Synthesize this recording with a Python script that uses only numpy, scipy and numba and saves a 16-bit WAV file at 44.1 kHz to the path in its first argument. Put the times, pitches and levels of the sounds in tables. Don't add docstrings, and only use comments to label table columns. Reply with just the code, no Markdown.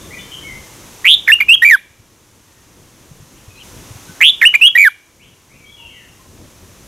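import sys
import numpy as np
from scipy import signal
from scipy.fft import rfft, irfft, next_fast_len
from scipy.io import wavfile
from scipy.ndimage import uniform_filter1d
from numba import njit

SR = 44100
rng = np.random.default_rng(int(sys.argv[2]) if len(sys.argv) > 2 else 0)


def bounce(signal):
    frames = np.transpose(np.atleast_2d(signal))
    limited = np.clip(frames, -1, 1)
    pcm = np.round(limited * 32767).astype(np.int16)
    wavfile.write(sys.argv[1], SR, pcm)


N = 302967
PAUSE_S = 3.633
TOP_HZ = 15700


def undb(db):
    return 10 ** (np.asarray(db) / 20)


def level(x, db):
    return x * undb(db) / np.sqrt(np.mean(x ** 2))


def noise(spectrum, channels=1):
    hz, db = np.transpose(spectrum)
    size = next_fast_len(N)
    bin_hz = np.arange(size // 2 + 1) * SR / size
    shape = undb(np.interp(np.log(bin_hz + 1), np.log(hz), db))
    white = rng.standard_normal((channels, size))
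    return level(irfft(rfft(white) * shape, size)[:, :N], 0)


def walk(rate):
    k = int(SR / rate)
    steps = np.repeat(rng.standard_normal(N // k + 1), k)
    return 1.3 * uniform_filter1d(uniform_filter1d(steps, k), k)[:N]


def echoes(x, tails, alike, low_hz, high_hz):
    t = np.arange(SR) / SR
    mid, side = rng.standard_normal((2, SR))
    decays = [level((t > late) * np.exp(-np.log(1000) * t / t60), db) for late, t60, db in tails]
    shape = sum(decays) / np.sqrt(SR)
    tail = shape * (mid + (1 - np.clip(alike, 0, 1)) * side * np.array([[1], [-1]]))
    band = signal.butter(2, [low_hz, high_hz], "band", fs=SR, output="sos")
    tail = signal.sosfilt(band, tail)
    return signal.fftconvolve(x[None], tail, axes=1)[:, :N]


# start in seconds, end in
# seconds, # start pitch in Hz, end pitch in Hz, level in dB before panning, direct share (0-1), throb rate in
# Hz (a negative one # reverses the pitch swing).
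FAR_SOUNDS = [(0.0, 0.028, 3410, 3780, -39, 0.4, 134), (0.106, 0.119, 1965, 2150, -31.5, 0.7, 4),
              (0.12, 0.164, 2237, 2530, -32.5, 1, -2.5), (0.157, 0.184, 2010, 1980, -37, 0.8, -2),
              (0.183, 0.197, 3500, 3560, -34, 0.5, 2), (0.182, 0.211, 2910, 3220, -31.5, 0.7, 92),
              (0.312, 0.358, 3132, 3050, -25, 1, 129), (0.43, 0.477, 2187, 2200, -34.5, 0.9, -1),
              (0.474, 0.536, 2120, 2036, -29.5, 1, 78.5), (2.482, 2.6, 1850, 1816, -49, 0.72, 2),
              (3.344, 3.38, 2230, 3310, -41.5, 0.46, 105), (3.491, 3.539, 2600, 2464, -36, 0.75, 53),
              (3.557, 3.585, 3935, 4320, -41.5, 0.92, -1), (3.576, 3.598, 2390, 2980, -30, 0.7, 116),
              (3.598, 3.65, 3180, 2750, -29, 0.86, 130), (4.083, 4.096, 1480, 1497, -37.5, 0.65, -2),
              (5.19, 5.249, 1985, 3490, -29.5, 0.6, 141), (5.486, 5.563, 1950, 2860, -33, 0.36, 53.5),
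              (5.6, 5.66, 2340, 2226, -33.5, 0.83, 2), (5.651, 5.763, 3192, 3360, -30, 0.8, 41.5),
              (5.715, 5.834, 943, 926, -39, 0.6, 36), (5.762, 5.862, 2967, 2650, -23.5, 0.34, 93),
              (5.82, 5.926, 3290, 2877, -32, 0, 81), (5.877, 6.045, 2290, 1745, -34.5, 0.4, 91),
              (5.949, 6.001, 3080, 2630, -31, 1, 84.5), (6.192, 6.223, 1034, 1083, -41, 1, 0)]


def far_sounds(t):
    sung, direct = np.zeros(N), np.zeros(N)
    waver = 1 + .011 * walk(150)
    for start, end, from_hz, to_hz, db, share, throb_hz in FAR_SOUNDS:
        on = (t >= start) & (t < end)
        late = t[on] - start
        u = late / (end - start)
        swing = 1 + .018 * np.sin(2 * np.pi * throb_hz * late)
        hz = (from_hz + (to_hz - from_hz) * u) * waver[on] * swing
        phase = 2 * np.pi * np.cumsum(hz) / SR
        throb = np.abs(np.cos(np.pi * throb_hz * late))
        glide = undb(db) * np.sqrt(np.sin(np.pi * u)) * throb * np.sin(phase)
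        sung[on] += glide
        direct[on] += share * glide
    wet = direct + echoes(sung, [(.004, .25, -1), (.03, .8, -4.5)], alike=0.83, low_hz=500, high_hz=6000)
    gone = (t > PAUSE_S) & (t < PAUSE_S + .4)
    return wet * uniform_filter1d(1. - gone, size=90) * undb([[1.5], [-1.5]])


# time in seconds, level in dB before gusting and panning.
BREEZE_LEVELS = [(0, -40), (1.001, -44), (1.9, -41), (2.3, -43), (3.098, -40), (3.602, -43.5),
                 (4.901, -46.5), (5.499, -41), (6.001, -40), (6.402, -37.5), (6.87, -41)]
# start in seconds, nominal level in dB, ringing frequency in Hz.
BUMPS = [(1.994, -26.5, 95), (3.111, -22, 136.6), (3.2, -26.5, 111), (3.222, -26, 140),
         (3.478, -23.5, 96.3), (3.906, -26, 108), (3.954, -28.5, 107), (4.093, -26.5, 156),
         (6.629, -27, 97.7)]
# frequency in Hz, relative density in dB per Hz.
GUST_SPECTRUM = [(15, -47.5), (25, -6), (97, 0), (239, -7), (374, -7.5), (418, -14.5), (487, -10.5),
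                 (700, -18.5), (910, -59), (1540, -120)]


def breeze(t):
    s, db = np.transpose(BREEZE_LEVELS)
    gusts = undb(np.interp(t, s, db) + 2.0 * walk(15))
    mid, side = noise(GUST_SPECTRUM, channels=2) * gusts
    for s, db, hz in BUMPS:
        cycles = np.clip(t - s, 0, 1) * hz
        mid = mid + undb(db) * 3.8 * cycles * np.exp(-1.6 * cycles) * np.sin(2 * np.pi * cycles)
    return mid * undb([[.8], [-.8]]) + undb(-17) * side * np.array([[1], [-1]])


# frequency in Hz, relative density in dB per Hz.
HUSH_SPECTRUM = [(180, -20), (300, -5.5), (650, -10), (1000, -6.5), (1500, -10.5), (3500, -12), (4700, -15),
                 (6200, -8.5), (8000, -14.5), (11500, -16), (14000, -20.5), (16000, -29.5)]


def hush():
    mean_db = -41
    mid, side = noise(HUSH_SPECTRUM, channels=2) * undb(mean_db + .4 * walk(4))
    return mid + undb(-21) * side * np.array([[1], [-1]])


# time in seconds from the part's start before stretching, pitch in Hz before
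# shifting, relative level in dB.
PARTS = [
    [(0, 1865, -18), (.008, 2206, -2), (.022, 2330, 1), (.036, 2830, 2), (.054, 3178, 3), (.086, 3463, 5.5),
     (.105, 3639, -1), (.112, 3580, -24.5)],
    [(0, 2600, -19), (.004, 2244, -1.5), (.008, 1796, 2), (.016, 2197, 0.5), (.024, 1812, 3.5),
     (.039, 1786, 1)],
    [(0, 1802, 4.5), (.004, 2591, 5), (.014, 2810, 6.5), (.025, 2877, 9.5), (.033, 2820, -8),
     (.049, 2833, -13), (.053, 2804, -35)],
    [(0, 2383, -20.5), (.004, 2280, 5.5), (.0105, 2112, 0.5), (.016, 2470, 1.5), (.023, 2296, 1),
     (.027, 2291, -21.5)],
    [(0, 2481, -8), (.008, 2594, 3.5), (.015, 2731, 8.5), (.021, 2581, 9), (.026, 2787, 7),
     (.047, 2872, 11.5), (.051, 3134, 9), (.061, 3290, 8), (.068, 3228, 9), (.074, 3007, -13.5)],
    [(0, 1738, -10), (.005, 1872, 5.5), (.025, 1960, 7), (.028, 2358, 8.5)],
    [(0, 2372, 9.5), (.011, 2313, 12.5), (.056, 2305, 11), (.064, 2070, 13)],
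    [(0, 2098, 14), (.0065, 1842, 10), (.02, 1781, 9.5), (.037, 1557, 12.5), (.044, 1437, 4),
     (.048, 1200, -14), (.053, 899, -25)],
]
# start in seconds, time stretch factor, pitch shift in semitones,
# level change in dB, swell in dB from start to end.
PHRASES = [
    [(1.045, 1.02, 0.17, -0.65, -0.6), (1.2745, 0.97, -0.064, -0.05, 0.4), (1.316, .95, -0.091, -1, 1.9),
     (1.401, 1.26, 0.034, 2, -10), (1.484, 0.98, -0.16, -0.2, -1.75), (1.619, 1.04, -0.11, -0.8, 1.8),
     (1.648, 0.87, 0.13, -2.9, 2.9), (1.709, 1.08, 0.31, 0.8, -2.3)],
    [(4.206, 0.96, -0.93, 1.6, -4.4), (4.413, 0.93, 0.25, 0.5, .3), (4.4495, 1.04, .3, 2.7, -4.5),
     (4.538, 0.92, 0.066, -2, 11.5), (4.612, 1.005, 0.25, 0.4, -0.8), (4.7515, 0.87, 0.18, 2.9, -3.3),
     (4.778, 1.05, -0.22, 0.5, 0.4), (4.847, 0.85, -0.26, 1.8, -3.6)],
]


def score(t):
    link_s = .002
    hz, db = np.full(N, 2000.), np.full(N, -120.)
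    for phrase in PHRASES:
        for (start, stretch, shift, level_db, swell_db), part in zip(phrase, PARTS):
            s, part_hz, part_db = np.transpose(part)
            part_db = part_db + level_db + swell_db * s / s[-1]
            s = start + stretch * s
            on = (t >= s[0]) & (t <= s[-1] + link_s)
            hz[on] = np.interp(t[on], s, part_hz * 2 ** (shift / 12))
            db[on] = np.interp(t[on], s, part_db)
    return hz, db


# first gap in seconds, last gap in seconds, number of throbs, slowing (0-1),
# depth in dB, pitch swing in Hz before tapering, lead of the swing in radians.
THROBS = [(1.0526, 1.138, 14, 0.14, 25.5, 253, 0.058), (1.673, 1.707, 3, 0.04, 24.5, 90, -1.3),
          (4.2112, 4.2931, 13, .13, 18, 327, -.8), (4.7824, 4.846, 6, 0.08, 15, 90.5, -0.71)]


def throb(t, size, hz):
    for first, last, throbs, slowing, depth_db, swing_hz, lead in THROBS:
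        on = (t >= first - .01) & (t <= last + .01)
        u = (t[on] - first) / (last - first)
        turn = np.pi * round(throbs) * (u + slowing * u * (1 - u))
        turn = np.clip(turn, -np.pi / 2, np.pi * (round(throbs) + .5))
        size[on] *= np.sqrt(np.sin(turn) ** 2 + undb(-2 * depth_db) * np.cos(turn) ** 2)
        taper = np.clip(np.minimum(u * 3.0 + 0.3, (1.2 - u) * 6), 0, 1)
        hz[on] += swing_hz * np.sin(2 * turn + lead) * taper


# time in seconds from the part's start before stretching,
# depth in dB, width in milliseconds from the centre to 1/e.
CATCHES = [
    [(.004, 8, 1.2), (.097, 6, 1.1), (.1, 6, 1.1), (.106, 7, 1.2)],
    [(.0062, 14, 1.2), (.0109, 16, 1.4), (.025, 17, 2.8)],
    [(.001, 13, 1.9)],
    [(.0067, 17, 1.2), (.0123, 15, 1.2)],
    [(.0489, 6.5, 1.4), (.0552, 9.5, 1.2)],
    [(.0126, 6.5, 1.1), (.0263, 12, 2.1)],
    [(.0148, 5, 2.4)],
    [],
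]


def catch(t, size, hz):
    for phrase in PHRASES:
        for (start, stretch, *_), part in zip(phrase, CATCHES):
            for late, depth_db, ms in part:
                s = start + stretch * late
                on = slice(int((s - .01) * SR), int((s + .01) * SR))
                shut = (1 - undb(-depth_db)) * np.exp(-((t[on] - s) * 1000 / ms) ** 2)
                size[on] *= 1 - shut
                hz[on] *= 1 - 0.1 * shut


# initial flutter depth in dB, one value per part.
HOARSE_DB = [-12.5, -13.5, -28, -13, -24, -21, -20, -26]


def hoarse(t):
    decay_s = .024
    depth = np.zeros(N)
    for phrase in PHRASES:
        for (start, *_), db in zip(phrase, HOARSE_DB):
            on = t >= start
            depth[on] = undb(db) * np.exp(-(t[on] - start) / decay_s)
    return 1 + depth * walk(2600)


OVERTONES_DB = [-35.5, -43.5, -53.5, -47.5, -41, -45.5, -65]
# centre in Hz, width in Hz from the centre to 1/e, lift in dB.
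LIFTS = [(3500, 530, 13.5), (12400, 2900, 14)]


def overtones(hz, phase):
    tone = np.zeros(N)
    for k, over_db in enumerate(OVERTONES_DB, start=2):
        lift = sum(db * np.exp(-((k * hz - centre) / width) ** 2) for centre, width, db in LIFTS)
        size = undb(over_db + lift + 2.4 * walk(250))
        tone += size * np.sin(k * phase + .045 * k * walk(350)) * (k * hz < TOP_HZ)
    return tone


# frequency in Hz, relative density in dB per Hz.
RASP_SPECTRUM = [(600, -23), (1500, -4.5), (4500, -3.5), (9500, -7.5), (11500, 8.5), (13500, -7),
                 (16000, -12.5)]


def rasp(hz):
    octaves = np.log2(hz / 2400)
    return noise(RASP_SPECTRUM)[0] * undb(-32.5 - 6 * octaves)


def songbird(t):
    near_db = 3.5
    hz, db = score(t)
    size = uniform_filter1d(uniform_filter1d(undb(db), size=60), size=60)
    throb(t, size, hz)
    catch(t, size, hz)
    wavering_hz = uniform_filter1d(hz, size=20) * (1 + 0.0093 * walk(300))
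    phase = 2 * np.pi * np.cumsum(wavering_hz) / SR
    tone = np.sin(phase) * hoarse(t) + overtones(hz, phase)
    return size * undb(near_db + 1.1 * walk(200)) * (tone + rasp(hz)), hz


# time in seconds from the part's start
# before stretching, start pitch in Hz, end pitch in Hz, level in dB before panning.
FLICKS = [
    [],
    [(-.009, 1500, 1800, -29)],
    [(.035, 2400, 850, -25)],
    [(-.011, 1100, 2000, -25), (.026, 2300, 850, -25)],
    [(-.011, 700, 1700, -29), (.072, 2500, 850, -19)],
    [],
    [],
    [],
]


def flicks(t):
    flick_s = 0.0037
    out = np.zeros(N)
    for phrase in PHRASES:
        for (start, stretch, *_), part in zip(phrase, FLICKS):
            for late, from_hz, to_hz, db in part:
                s = start + stretch * late
                on = (t >= s) & (t < s + flick_s)
                u = (t[on] - s) / flick_s
                phase = 2 * np.pi * np.cumsum(from_hz * (to_hz / from_hz) ** u) / SR
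                out[on] += undb(db) * np.sin(np.pi * u) * np.sin(phase)
    return out


def scene():
    t = np.arange(N) / SR
    song, hz = songbird(t)
    song = song + flicks(t)
    left_db = -3.5 + 0.5 * np.log2(hz / 2400)
    yard = echoes(song, [(.008, .16, -16), (.02, .6, -25.5)], alike=0.88, low_hz=2600, high_hz=4400)
    yard += echoes(song, [(.006, .22, -18.5)], alike=0.6, low_hz=6000, high_hz=14000)
    near = song * undb([left_db, 0 * left_db])
    return near + yard + far_sounds(t) + breeze(t) + hush()


@njit
def ride(loud, pause, top, fall_db, rise_db):
    out, g = np.empty(len(loud)), 0.
    for i in range(len(loud)):
        over = loud[i] + g - top
        g = g - fall_db * over if over > 0 else min(g + rise_db, 0.)
        if i == pause:
            g = 0.
        out[i] = g
    return out


@njit
def peak(x, attack, release):
    out, e = np.empty(len(x)), 0.
    for i in range(len(x)):
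        e += (x[i] - e) * (attack if x[i] > e else release)
        out[i] = e
    return out


def record(dry):
    power = uniform_filter1d(np.mean(dry ** 2, axis=0), size=441)
    loud_db = 10 * np.log10(power + 1e-9)
    gain_db = ride(loud_db, int(PAUSE_S * SR), -18.0, 2.3 / SR, 4.2 / SR)
    x = dry * undb(gain_db)
    attack_s, release_s = 0.00043, 0.0028
    held = peak(np.abs(x).max(axis=0), 1 / (attack_s * SR), 1 / (release_s * SR))
    x = x / np.maximum(held / 0.73, 1) ** 0.52
    knee = 36.0
    x = x / (1 + np.abs(x) ** knee) ** (1 / knee)
    steep_top = signal.ellip(8, .2, 60, TOP_HZ, fs=SR, output="sos")
    return np.clip(signal.sosfilt(steep_top, x), -1, 1)


dry = scene()
out = record(dry)
bounce(out)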